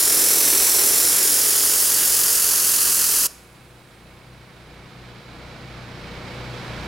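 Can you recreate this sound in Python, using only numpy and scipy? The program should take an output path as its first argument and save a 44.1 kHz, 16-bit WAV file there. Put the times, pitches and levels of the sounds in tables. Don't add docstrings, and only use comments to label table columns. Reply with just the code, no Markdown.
import sys
import numpy as np
from scipy import signal
from scipy.fft import rfft, irfft, next_fast_len
from scipy.io import wavfile
from scipy.ndimage import uniform_filter1d, map_coordinates

SR = 44100
rng = np.random.default_rng(int(sys.argv[2]) if len(sys.argv) > 2 else 0)


def to_wav(s):
    ch = np.atleast_2d(s).T
    pcm = np.round(np.clip(ch, -1, 1) * 32767)
    wavfile.write(sys.argv[1], SR, pcm.astype(np.int16))


N = 302967
TIME = np.arange(N) / SR
RELEASE_S = 3.266
SINCE_RELEASE_S = np.maximum(TIME - RELEASE_S, 0)
LOADED_HZ, IDLE_HZ = 29.05, 30.4
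LATE_RISE_DB = 2 * np.maximum(TIME - 4.55, 0)

# frequency in Hz, left-right correlation.
SPRAY_CORRELATION = [(60, 0.69), (150, 0.39), (380, 0.67), (700, 0.43), (1300, 0.77), (2000, 0.74),
                     (2800, 0.95), (4400, 0.99), (6500, 0.94), (9500, 1), (12300, 0.98), (14200, 0.74)]
# frequency in Hz, left minus right in dB.
SPRAY_PAN = [(180, -1.8), (400, -0.5), (850, -3), (2000, -1.3), (2800, -0.5), (4200, 0), (6200, -3.5),
             (9000, 0), (13400, -0.9), (15000, -3)]
# frequency in Hz, left-right correlation.
FAR_CORRELATION = [(100, 0.92), (300, 0.88), (640, 0.86), (1400, 0.72), (3100, 0.76), (6800, .63),
                   (15000, .15)]


def jet(pump_hz=42.94, wander_hz=1.85, shutoff_s=.0038):
    # time in seconds, lift from 0 (lowest) to 1 (highest).
    lance_path = [(0, .45), (.3, .12), (.55, 0), (.8, .07), (1.3, .47), (1.6, .61), (2.2, .76), (2.55, .9),
                  (3.25, 1)]
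    lift = in_time(lance_path)
    stroke_rad = 2 * np.pi * np.cumsum(pump_hz + wander_hz * drift(4.3)) / SR
    pressure = np.sin(stroke_rad) * (1 + .23 * drift(4.7))
    hiss = nozzle_hiss(stroke_rad, pressure, lift)
    impact = from_db(.9 * pressure + .6 * drift(59.3))
    valve = np.exp(-SINCE_RELEASE_S / shutoff_s)
    return valve * (hiss + spatter(impact, lift) + drumming(impact, pressure, lift))


def nozzle_hiss(stroke_rad, pressure, lift, level_db=-15.5, lift_loss_db=1.76):
    # frequency in Hz, relative density in dB.
    spectrum = [(2500, -35.5), (3800, -14), (4450, -5.5), (5300, -4), (6600, -3), (8300, -3.3), (9500, -1),
                (10800, 1.3), (12000, -2), (13200, -3.5), (14300, -5.5), (15700, -7.5)]
    throb_db = 1.01 * pressure + .7 * np.sin(2 * stroke_rad) + .5 * drift(150)
    hiss = coloured(white(), spectrum, SPRAY_CORRELATION, SPRAY_PAN)
    hiss *= from_db(level_db - lift_loss_db * lift + throb_db)
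    return slab_reflection(hiss, lift, detour_m=.178, lift_detour_m=.031, shares=(.4, .045))


def spatter(impact, lift, level_db=-28, lift_loss_db=2.5):
    # frequency in Hz, relative density in dB.
    spectrum = [(20, -14), (40, -6), (75, -6.5), (160, -4.5), (280, -4), (700, 0.9), (1150, 1.4),
                (1550, 0.8), (2050, 0.5), (2700, 1.9), (3300, -0.1), (4300, -2), (6500, -10)]
    hits = coloured(drops(per_s=14000), spectrum, SPRAY_CORRELATION, SPRAY_PAN)
    hits *= from_db(level_db - lift_loss_db * lift) * impact
    return slab_reflection(hits, lift, detour_m=.173, lift_detour_m=.063, shares=(.11, .39))


def drumming(impact, pressure, lift, note_hz=374, level_db=-35, lift_loss_db=11.5, thump_db=-55):
    blows = resonate(stereo(*drops(per_s=3500), .87), note_hz, width_hz=170)
    note = unit_rms(resonate(blows, note_hz, width_hz=400))
    thump = from_db(thump_db + 2 * drift(10)) * pressure
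    return from_db(level_db - lift_loss_db * lift ** 2) * impact * note + thump


def drops(per_s):
    return (rng.random((2, N)) < per_s / SR) * white()


def slab_reflection(x, lift, detour_m, lift_detour_m, shares, sound_m_per_s=343):
    delay_samples = (detour_m + lift_detour_m * lift) / sound_m_per_s * SR
    share = np.interp(lift, [0, 1], shares)
    echo = np.array([map_coordinates(side, [np.arange(N) - delay_samples], order=3) for side in x])
    return (x + share * echo) / np.sqrt(1 + share ** 2)


def engine():
    speed_hz, throttle = governor()
    load = np.exp(-SINCE_RELEASE_S / .2)
    firing_rad = 2 * np.pi * np.cumsum(speed_hz + .044 * drift(11.2)) / SR
    low = panned(exhaust(firing_rad, speed_hz, throttle, load), pan_db=1.5)
    return from_db(LATE_RISE_DB) * (low + clatter(firing_rad, throttle, load))


def governor(pickup_s=.19, lag_s=.1, half_open_s=.16):
    # start in seconds, swing either side of idle in Hz.
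    blips = [(3.42, 1.25), (4.0, 1.05), (4.68, .7), (5.33, .6), (6.08, .55), (6.82, .55)]
    speeds = [(RELEASE_S, LOADED_HZ)]
    for start_s, swing_hz in blips:
        speeds += [(start_s, IDLE_HZ - swing_hz), (start_s + pickup_s, IDLE_HZ + swing_hz)]
    throttle = sum(np.exp(-((TIME - start_s - lag_s) / half_open_s) ** 2) for start_s, _ in blips)
    return in_time(speeds), throttle


def exhaust(firing_rad, speed_hz, throttle, load, puff_db=-56.5, rumble_db=-60.5, boom_order=4):
    # multiple of the firing rate, relative level in dB.
    harmonics = [(1, -15), (2, -3.5), (3, -9), (5, -5), (6, -4.5), (7, -7.5), (8, -11), (9, -19), (10, -15),
                 (11, -15), (12, -13), (13, -15), (16, -7.5), (18, -17), (20, -17)]
    smear_rad = .35
    puffs = sum(from_db(db) * (1 + .22 * drift(10)) * np.cos(k * firing_rad - smear_rad * k * k)
                for k, db in harmonics)
    puffs = from_db(puff_db + 2.5 * throttle + .71 * drift(25)) * unit_rms(puffs)
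    choke_db = 5 * np.maximum(throttle, load)
    boom_db = -55.5 + 4 * (speed_hz - IDLE_HZ) - choke_db
    boom = from_db(boom_db) * unit_rms(np.cos(boom_order * firing_rad - smear_rad * boom_order ** 2))
    rumble = from_db(rumble_db) * noise_band(stereo(*white(), .83), hz=99, width_hz=143)
    return puffs + boom + rumble


def clatter(firing_rad, throttle, load, level_db=-53, load_db=4.5):
    # frequency in Hz, relative density in dB.
    spectrum = [(130, -7.5), (260, -4.5), (350, -3), (450, -4), (720, -4), (1050, -6), (1450, -6),
                (2000, -9), (2500, -10), (2900, -12.5), (4100, -13.5), (5000, -16.5), (6300, -24.5),
                (9000, -30), (15700, -39.5)]
    # frequency in Hz, left minus right in dB.
    balance = [(200, 1), (900, 0), (1700, -4.6), (3300, -5.5), (5000, -4.8), (11000, -0.5)]
    # frequency in Hz, width in Hz, level in dB relative to the clatter.
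    casing_modes = [(2243, 120, -14.5), (3890, 380, -21.5)]
    knock_db = -.35 * (np.cos(firing_rad) + np.cos(2 * firing_rad))
    knock = from_db(knock_db + .52 * drift(40) + .5 * throttle)
    rattle = coloured(white(), spectrum, FAR_CORRELATION, balance)
    casing = panned(singing(casing_modes), pan_db=-2.5)
    return from_db(level_db + load_db * load) * knock * (rattle + casing)


def yard_echoes(x, t60_s=.48, gap_s=.004, lowpass_hz=7530):
    t = TIME[:SR]
    tail = rng.standard_normal((2, SR)) * from_db(-60 * t / t60_s) * (t > gap_s)
    tail = stereo(*tail, .87)
    tail /= np.sqrt(np.sum(tail ** 2) / 2)
    lowpass = signal.butter(1, lowpass_hz, fs=SR, output="sos")
    return signal.sosfilt(lowpass, signal.fftconvolve(x, tail, axes=1)[:, :N])


def ringing(hiss_db=-58, fade_db_per_s=8.5):
    # frequency in Hz, relative density in dB.
    spectrum = [(3000, -8), (5500, -2), (7000, 1), (9500, 0.8), (11500, 0), (12400, -5.5), (14000, -3),
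                (15700, -3)]
    # frequency in Hz, width in Hz, level in dB.
    tones = [(2550, 200, -66), (8470, 45, -73), (9000, 130, -72), (10480, 120, -76), (10880, 130, -71.5),
             (11660, 150, -74), (12960, 170, -76.5), (14980, 150, -79)]
    hiss = from_db(hiss_db) * coloured(white(), spectrum, FAR_CORRELATION)
    return (hiss + singing(tones)) * from_db(-fade_db_per_s * SINCE_RELEASE_S)


def drone(base_hz=29.01, roughness=.23):
    # multiple of base_hz, level in dB.
    partials = [(2, -62.5), (4, -69), (5, -66), (6, -70), (10, -72), (12, -67.5), (15, -77)]
    phase_rad = 2 * np.pi * base_hz * TIME
    return sum(from_db(db) * unit_rms((1 + roughness * drift(6)) * np.cos(k * phase_rad))
               for k, db in partials)


def thin_whine(hz=14235, level_db=-83.5, left_lead_rad=2.5):
    tone = unit_rms(np.sin(2 * np.pi * hz * TIME + np.array([[left_lead_rad], [0]])))
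    return from_db(level_db + 4.5 * np.exp(-SINCE_RELEASE_S / .2) + LATE_RISE_DB) * tone


def from_db(db):
    return 10 ** (np.asarray(db) / 20)


def unit_rms(x):
    return x / np.sqrt(np.mean(x ** 2) + 1e-20)


def in_time(rows):
    return np.interp(TIME, *np.transpose(rows))


def at_hz(rows, hz):
    row_hz, value = np.transpose(rows)
    return np.interp(np.log(hz + 1e-9), np.log(row_hz), value)


def white():
    return rng.standard_normal((2, N))


def drift(rate_hz, hop=40):
    pole = np.exp(-2 * np.pi * rate_hz * hop / SR)
    noise = rng.standard_normal(N // hop + 2002)
    slow = signal.lfilter([1], [1, -2 * pole, pole * pole], noise)[2000:]
    return np.interp(np.arange(N) / hop, np.arange(len(slow)), unit_rms(slow))


def stereo(mid, side, correlation):
    return np.sqrt(1 + correlation) * mid + np.sqrt(1 - correlation) * side * np.array([[1], [-1]])


def panned(x, pan_db):
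    return x * from_db(pan_db * np.array([[.5], [-.5]]))


def coloured(source, spectrum, correlation, balance=None):
    size = next_fast_len(N)
    hz = np.arange(size // 2 + 1) * SR / size
    bins = stereo(*rfft(source, size), at_hz(correlation, hz)) * from_db(at_hz(spectrum, hz))
    if balance:
        bins = panned(bins, at_hz(balance, hz))
    return unit_rms(irfft(bins, size)[:, :N])


def resonate(x, hz, width_hz):
    r = np.exp(-np.pi * width_hz / SR)
    feedback = [1, -2 * r * np.cos(2 * np.pi * hz / SR), r * r]
    return signal.lfilter(np.array([1, 0, -1]) * (1 - r * r) / 2, feedback, x)


def noise_band(noise, hz, width_hz):
    return unit_rms(resonate(resonate(noise, hz, width_hz), hz, width_hz))


def singing(modes):
    noise = stereo(*white(), .97)
    return sum(from_db(db) * noise_band(noise, hz, width_hz) for hz, width_hz, db in modes)


def gain_control(x, threshold_db=-17.5, release_db_per_s=4.5, strength=.85):
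    level_db = 10 * np.log10(uniform_filter1d(np.mean(x ** 2, axis=0), size=4096) + 1e-12)
    held_db = np.maximum.accumulate(level_db + release_db_per_s * TIME) - release_db_per_s * TIME
    return x * from_db(strength * np.maximum(threshold_db - held_db, 0))


def scene():
    spray = jet()
    return spray + from_db(-17) * yard_echoes(spray) + ringing() + engine() + drone() + thin_whine()


def record(dry):
    lowpass = signal.ellip(12, .1, 90, 15900, fs=SR, output="sos")
    return signal.sosfilt(lowpass, gain_control(dry))


dry = scene()
out = record(dry)
to_wav(out)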